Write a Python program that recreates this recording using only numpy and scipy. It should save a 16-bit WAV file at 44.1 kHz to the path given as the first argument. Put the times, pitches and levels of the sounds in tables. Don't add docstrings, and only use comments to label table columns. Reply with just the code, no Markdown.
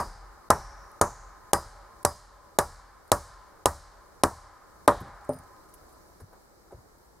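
import sys
import numpy as np
from scipy import signal
from scipy.io import wavfile

SR = 44100
rng = np.random.default_rng(int(sys.argv[2]) if len(sys.argv) > 2 else 0)


def voltage_ratio(level):
    return 10 ** (np.asarray(level, float) / 20)


def store_wav(level_fs):
    pcm = np.round(np.clip(np.atleast_2d(level_fs), -1, 1) * 32767)
    wavfile.write(sys.argv[1], SR, pcm.T.astype(np.int16))


N = 317520
LEAD = 2048

BLOW_TIMES = [-.016, .50351, 1.01354, 1.53331, 2.05048, 2.58803, 3.11819, 3.65812, 4.23646, 4.87871]
# wood in dB, crack in dB, deep modes in dB, thud in dB.
BLOW_LEVELS = [
    (-6, -16, -24, -7),
    (-2.5, -14.5, -28.5, -2),
    (-5.5, -16, -19, -3),
    (-6.5, -13, -19, -6.5),
    (-11, -14.5, -21.5, -7),
    (-7.5, -14, -20.5, -4),
    (-7, -12.5, -20, -2),
    (-8.5, -14, -19, -1),
    (-7.5, -15, -7.5, -1),
    (-1.5, -17.5, -11, 0),
]


def force_db():
    usual_wood_db = -7
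    return np.transpose(BLOW_LEVELS)[0] - usual_wood_db


def with_notch(pair):
    progress = np.interp(BLOW_TIMES, [BLOW_TIMES[0], BLOW_TIMES[-1]], [0, 1])
    return pair[0] + (pair[1] - pair[0]) * progress ** 0.7


def rms_one(x):
    return x / np.sqrt(np.mean(x ** 2) + 1e-20)


def at_hz(points, hz):
    table_hz, value = np.transpose(points)
    return np.interp(np.log(hz), np.log(table_hz), value)


def hump_db(hz, centre_hz, octaves):
    return -10 * (np.log2(hz / centre_hz) / octaves) ** 2


def bandpass(x, low_hz, high_hz):
    return signal.sosfilt(signal.butter(2, [low_hz, high_hz], "band", fs=SR, output="sos"), x)


def soft(x, cut_hz):
    return signal.sosfilt(signal.butter(2, cut_hz, fs=SR, output="sos"), x)


def strikes(times, sizes):
    train = np.full(N + LEAD, 1e-18)
    np.add.at(train, np.round(np.asarray(times) * SR).astype(int) + LEAD, sizes)
    return train


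def ring(train, hz, t60):
    radius, angle = voltage_ratio(-60 / (t60 * SR)), 2 * np.pi * hz / SR
    return signal.lfilter([0, np.sin(angle)], [1, -2 * radius * np.cos(angle), radius * radius], train)[LEAD:]


def dying(power_train, t60, rise_s):
    fall, swell = voltage_ratio(-120 / (t60 * SR)), np.exp(-1 / (rise_s * SR))
    return signal.lfilter([1 - swell], np.convolve([1, -fall], [1, -swell]), power_train)[LEAD:]


def flutter(rate, db):
    hop = 40
    pole = np.exp(-2 * np.pi * rate * hop / SR)
    slow = signal.lfilter([1], [1, -2 * pole, pole * pole], rng.standard_normal(N // hop + 2002))
    slow = slow[2000:]
    return np.interp(np.arange(N) / hop, np.arange(len(slow)), voltage_ratio(2 * db * rms_one(slow)))


def push():
    lobe_s, lobe_gap_s, bounce_s = 0.00022, 0.00062, 0.0048
    s, rebound = np.array(BLOW_TIMES), np.clip(with_notch((0.11, 1.05)), 0, 1)
    push_db = -4 + 0.39 * force_db()
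    bounce_db = np.minimum(-7 + 1.6 * force_db(), -1)
    size, back = voltage_ratio(push_db), voltage_ratio(push_db + bounce_db - 3)
    train = strikes(s + lobe_gap_s, size * rebound) - strikes(s, size)
    train += strikes(s + bounce_s - 0.0005, 0.65 * back)
    train -= strikes(s + bounce_s, back)
    train += strikes(s + bounce_s + 0.00037, 0.44 * back)
    x = np.arange(-40, 41) / (lobe_s * SR)
    lobe, spike = np.exp(-0.5 * x ** 2), np.exp(-1.5 * x ** 2)
    swell = np.convolve(strikes(s - lobe_gap_s, size * 0.55), spike, "same")
    return (np.convolve(train, lobe, "same") + swell)[LEAD:]


def crack_power(hz):
    # frequency in Hz, level in dB per Hz.
    crack_spectrum = [(1060, -43), (1800, -14.5), (3320, -9.5), (5010, -5.5), (8280, -8.5), (9080, 3),
                      (9860, -12.5), (11000, -8.5), (16000, -23)]
    crack_db = np.transpose(BLOW_LEVELS)[1]
    lag_ms = with_notch((0.32, -1.2))
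    tear_db = with_notch((-8.5, 6.5)) + 1.5 if hz < 3800 else 0.22 * hump_db(hz, 9000, 0.79)
    power = voltage_ratio(2 * (crack_db + tear_db + at_hz(crack_spectrum, hz) + 15))
    return dying(strikes(np.array(BLOW_TIMES) + lag_ms / 1000, power), 0.012, 0.0005)


def wood():
    # frequency in Hz, level in dB, t60 in seconds.
    wood_modes = [(76, -30, 0.33), (89.4, -17.5, 0.11), (132, -25.5, 0.12), (200.4, -13, 0.15),
                  (270, -9, 0.085), (337.2, -8.5, 0.13), (416.7, -6, 0.11), (467, -30.5, 0.036),
                  (493, -24.5, 0.091), (581, -17, 0.13), (647, -23, 0.071), (770, -24.5, 0.13),
                  (827, -23, 0.12), (955, -20.5, 0.14), (1028, -12, 0.048), (1133, -22.5, 0.13),
                  (1133, -21.5, .12), (1229.5, -13.5, 0.056), (1385, -32.5, 0.074), (1590, -24.5, 0.062),
                  (1720, -18.5, 0.028), (1888, -31.5, 0.11)]
    s, (wood_db, _, deep_db, thud_db) = np.array(BLOW_TIMES), np.transpose(BLOW_LEVELS)
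    out = np.zeros((2, N))
    luck = rng.uniform(-1, 1, (len(s), len(wood_modes), 2))
    place = rng.uniform(-1, 1, len(wood_modes))
    for k, (hz, level_db, t60) in enumerate(wood_modes):
        if hz < 160:
            reach_db = thud_db - 4.5
        else:
            reach_db = wood_db + deep_db * (hz < 440)
        size = voltage_ratio(reach_db + level_db + 4 * luck[:, k, 0])
        late_s = 0.00391 + 0.003124 * luck[:, k, 1]
        lean_db = (2.5 if hz > 160 else 0.8) * place[k]
        out += ring(strikes(s + late_s, size * (-1) ** k), hz, t60) * voltage_ratio([[lean_db], [-lean_db]])
    return soft(out, 2600)


def roof_tap():
    # frequency in Hz, level in dB, t60 in seconds.
    plank_modes = [(96, -18, 0.18), (142, -12.5, 0.15), (258, -9, 0.2), (430, -14, 0.18), (588, 3, 0.082),
                   (807, -15.5, 0.13), (1250, -36, 0.32)]
    out = np.zeros(N)
    for hz, db, t60 in plank_modes:
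        out += ring(strikes([5.2924], np.sign(hz - 300) * voltage_ratio(-20 + db)), hz, t60)
    return soft(soft(out, 1000), 2600) * voltage_ratio([[0.3], [-0.3]])


def steel_head():
    # time in seconds, low mode in dB, high mode in dB, t60 of the high mode in seconds.
    free_hits = [
        (1.014, -56.5, -36.5, .14),
        (1.534, -40, -33, .13),
        (2.051, -41, -59.5, .1),
        (2.589, -48, -59, .1),
        (5.292, -67, -47.5, 0.27),
        (5.33, -62, -61, 0.36),
    ]
    out = np.zeros(N)
    for s, low_db, high_db, t60 in free_hits:
        out += ring(strikes([s], voltage_ratio(low_db)), 4956, 0.35)
        out += ring(strikes([s], voltage_ratio(high_db)), 9186, t60)
    return out * np.interp(np.arange(N) / SR, [5.41, 5.44], [1, 0.05])


def ground_wave():
    delay_s, length_s, first_hz, last_hz = 0.07, 0.33, 36, 50
    part = np.linspace(0, 1, int(length_s * SR))
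    glide_hz = first_hz + (last_hz - first_hz) * part ** 1.14
    wave = np.sin(2 * np.pi * np.cumsum(glide_hz) / SR) * np.sin(np.pi * part ** 0.94) ** 1.05
    size = voltage_ratio(with_notch((-47.5, -55.5)) + 0.8 * force_db())
    return signal.fftconvolve(strikes(np.array(BLOW_TIMES) + delay_s, size), wave)[LEAD:LEAD + N]


def near_power(hz):
    # frequency in Hz, level in dB per Hz.
    near_spectrum = [(24, -42), (40, -6.5), (312, -9.5), (790, -3), (896, -3.5), (1070, 1), (1760, -12.5),
                     (2440, -34), (3560, -29.5), (4800, -13), (5870, -19.5), (9450, -16.5), (16000, -40)]
    # frequency in Hz, t60 in seconds.
    near_decay = [(60, .22), (200, 0.22), (400, 0.22), (1000, 0.22), (3000, 0.065), (8000, 0.12),
                  (15000, 0.2)]
    wood_db, crack_db, _, _ = np.transpose(BLOW_LEVELS)
    sharp_db = crack_db + 7 if hz > 2200 else wood_db
    power = voltage_ratio(2 * (sharp_db + at_hz(near_spectrum, hz) - 1.5))
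    return dying(strikes(BLOW_TIMES, power), at_hz(near_decay, hz), 0.00099)


def trunk_power(hz):
    # frequency in Hz, level in dB per Hz.
    far_spectrum = [(24, -28.5), (40, 4.5), (127, -8.5), (199, -23), (220, -41), (402, -19), (529, -27),
                    (1040, -18), (1720, -23.5), (2570, -41.5), (5050, -24.5), (9220, -28.5), (13000, -43.5),
                    (16000, -58.5)]
    # frequency in Hz, t60 in seconds.
    far_decay = [(60, .7), (300, 0.48), (1000, 2.08), (2500, 1.92), (5000, 0.64), (8000, .55), (15000, .3)]
    if hz > 2200:
        far_db = np.transpose(BLOW_LEVELS)[1] - 19.5
    else:
        rumble_db = with_notch((0.5, -5)) * (hz < 60)
        far_db = -36 + force_db() + rumble_db
    power = voltage_ratio(2 * (far_db + 6.1 * (hz / 12000) ** 4 + at_hz(far_spectrum, hz) + 21.5))
    return dying(strikes(BLOW_TIMES, power), at_hz(far_decay, hz), 0.02)


def squeals():
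    # time in seconds, frequency in Hz, width in Hz, level in dB, t60 in seconds.
    fibre_squeals = [
        (-.009, 4880, 583, -51, 0.7),
        (0.503, 5600, 800, -48, 0.9),
        (1.014, 6600, 1300, -49, 0.84),
        (4.882, 3630, 1098, -53, 0.82),
    ]
    # frequency in Hz, width in Hz, level in dB, t60 in seconds.
    log_tones = [(574, 45, -65, 3), (811.3, 55, -59.5, 1.9), (1031, 60, -59, 3), (1250, 60, -63, 3.4)]
    out, white = np.zeros((2, N)), rng.standard_normal((2, N))
    luck_db = 3 * rng.uniform(-1, 1, (len(BLOW_TIMES), len(log_tones)))
    tones = []
    for s, hz, width_hz, db, t60 in fibre_squeals:
        tones.append(([s], hz, width_hz, db, t60, 0.013))
        tones.append(([s], hz, width_hz, db + 21, 0.034, 0.001))
    for k, (hz, width_hz, db, t60) in enumerate(log_tones):
        tones.append((BLOW_TIMES, hz, width_hz, db + 0.6 * force_db() + luck_db[:, k], t60, 0.15))
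    for s, hz, width_hz, db, t60, rise_s in tones:
        mid, side = rms_one(bandpass(white, hz - width_hz / 2, hz + width_hz / 2))
        power = dying(strikes(s, voltage_ratio(2 * db)), t60, rise_s) * flutter(3.3, 2.0)
        out += np.sqrt(power) * (mid + 0.27 * side * [[1], [-1]])
    return out


def litter_ticks():
    # time in seconds, peak in dB, centre in Hz, t60 in seconds.
    chip_ticks = [(.915, -47, 9810, .015), (2.029, -41, 9200, 0.02), (3.078, -47.5, 10100, 0.016),
                  (5.005, -43.5, 11630, 0.017), (5.015, -39, 10700, 0.012), (5.244, -53.5, 8500, 0.084),
                  (5.291, -36.5, 9500, 0.022), (5.326, -45, 11000, 0.011), (5.334, -37, 3920, 0.013),
                  (5.342, -46, 11480, 0.02), (5.362, -48, 10500, 0.014), (5.387, -42.5, 9800, .025),
                  (5.436, -47, 6840, 0.012), (5.69, -57, 9000, .08), (5.739, -42.5, 10700, 0.05),
                  (5.89, -61, 10000, 0.12), (5.925, -58, 9700, 0.09), (6.201, -53, 4700, 0.05),
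                  (6.203, -54, 10000, 0.1), (6.33, -58, 10000, 0.043), (6.72, -58.5, 9440, 0.057),
                  (6.984, -53, 11300, .015)]
    grains = [(5 + 0.95 * a, -49 - 8 * b, 3400 * 2 ** (c - 0.5), 0.012) for a, b, c in rng.random((50, 3))]
    return chip_ticks + grains


def puffs(table, hz, octaves, rise_s, lift_db, skirt_db):
    out = np.zeros(N)
    for s, db, centre_hz, t60 in table:
        start, t = int(s * SR), np.arange(int(t60 * SR)) / SR
        colour_db = max(hump_db(hz, centre_hz, octaves), skirt_db)
        shape = voltage_ratio(2 * (db + lift_db + colour_db - 60 * t / t60)) * (1 - np.exp(-t / rise_s))
        out[start:start + len(t)] += shape[:N - start]
    return out


def boot_power(hz):
    # time in seconds, peak in dB, centre in Hz, t60 in seconds.
    boot_steps = [(5.009, -42, 292, 0.26), (5.009, -32.5, 92, 0.24), (5.292, -33, 564, 0.17),
                  (5.35, -40.5, 102, 0.36), (5.81, -47, 88, 0.11), (6.199, -46, 350, 0.08),
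                  (6.2, -55, 1000, 0.079), (6.218, -37, 94, 0.17), (6.328, -52.5, 726, 0.16),
                  (6.708, -56, 786, 0.14), (6.724, -36.5, 460, 0.067), (6.742, -35, 75, 0.23),
                  (7.15, -47.5, 70, 0.24)]
    return puffs(boot_steps, hz, 0.87, 0.0026, 19.0, skirt_db=-71)


def gain_dip():
    recover_s = 0.16
    held = 2.6 * dying(strikes(BLOW_TIMES, 0.75), np.log(1000) * 2 * recover_s, 0.01)
    return voltage_ratio(2 * np.minimum(held, 1))


def air_power(hz, duck):
    # frequency in Hz, level in dB per Hz.
    air_spectrum = [(12, -31), (20, -4.5), (53, 2.5), (114, -11), (184, -9), (243, -12), (341, -6),
                    (597, -9.5), (910, -11.5), (1840, -21.5), (2640, -33.5), (4510, -25), (9890, -29),
                    (15100, -31), (16400, -48)]
    # time in seconds, level in dB, gust lift of the middle in dB.
    air_levels = [
        (0, -53, 8),
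        (2.501, -55.5, 4.5),
        (5, -54, 5),
        (6, -55, 3.5),
        (7.2, -56, 1),
    ]
    # frequency in Hz, dip in dB.
    air_dip = [(60, -5.5), (300, -13), (1000, -6.5), (3000, -3.5), (8000, -7.5), (12000, -12.5),
               (15000, -21.5)]
    when, air_db, gust_db = np.transpose(air_levels)
    calm = voltage_ratio(2 * (air_db + gust_db * voltage_ratio(hump_db(hz, 1200, 0.41)) + at_hz(air_spectrum, hz) + 17.5))
    return np.interp(np.arange(N) / SR, when, calm) * flutter(10, 0.7) * duck ** at_hz(air_dip, hz)


def scatter():
    # frequency in Hz, side minus mid in dB.
    blow_side = [(60, -14), (150, -19.5), (380, -14.5), (950, -20.5), (2380, -8.5), (5980, -5.5),
                 (15000, -5.5)]
    # frequency in Hz, side minus mid in dB.
    air_side = [(60, -8.5), (150, 0.5), (380, -2), (950, -3), (2380, 4.5), (5980, 0.5), (15000, -3)]
    # frequency in Hz, left minus right in dB.
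    mic_lean = [(60, 0.5), (180, 1), (550, 0.5), (1650, 0.5), (4970, 0), (15000, -2)]
    duck = gain_dip()
    tail_duck = duck ** -4
    white, together = rng.standard_normal((2, 2, N + LEAD)), flutter(2.4, 0.62)
    ticks = litter_ticks()
    edges = np.r_[np.geomspace(20, 300, num=7), np.geomspace(385, 5000, num=11), np.geomspace(5800, 15900, num=10)]
    out = np.zeros((2, N))
    for k, (low, high) in enumerate(zip(edges, edges[1:])):
        hz = np.sqrt(low * high)
        mid, side = bandpass(white[k % 2], low, high)[:, LEAD:]
        hit = near_power(hz) + trunk_power(hz) * tail_duck + boot_power(hz)
        if hz > 1800:
            hit += crack_power(hz)
        if hz > 2200:
            hit += puffs(ticks, hz, 0.36, 0.00087, 3.7, skirt_db=-12.5)
        air = air_power(hz, duck) * together
        wide = hit * voltage_ratio(2 * at_hz(blow_side, hz) - 13.0) + air * voltage_ratio(2 * at_hz(air_side, hz))
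        lag = np.gradient(mid) * np.sqrt(hit) * 0.5 * (hz / 12000) ** 3
        pair = np.sqrt(hit + air) * mid + (np.sqrt(wide) * side + lag) * [[1], [-1]]
        out += pair * voltage_ratio(at_hz(mic_lean, hz) * np.array([[0.5], [-0.5]]))
    return signal.sosfilt(signal.butter(8, 15700, fs=SR, output="sos"), out)


def hush():
    early = strikes(np.array(BLOW_TIMES) - 0.014, 1)
    return 1 - 0.75 * np.convolve(early, np.ones(int(0.011 * SR)))[LEAD:LEAD + N]


def scene():
    centre = (push() + steel_head() + ground_wave()) * voltage_ratio([[0.15], [-0.15]])
    return wood() + roof_tap() + centre + (scatter() + squeals()) * hush()


def roll_off(x):
    return signal.sosfilt(signal.butter(12, 16550, fs=SR, output="sos"), x)


def record(dry):
    lost, top = 0.41, 0.97
    stopped = signal.sosfilt(signal.butter(2, [2370, 3700], "bandstop", fs=SR, output="sos"), dry)
    coloured = (1 - lost) * dry + lost * stopped
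    mix = coloured / (1 + (np.abs(coloured) / top) ** 6) ** (1 / 6)
    return roll_off(mix)


dry = scene()
out = record(dry)
store_wav(out)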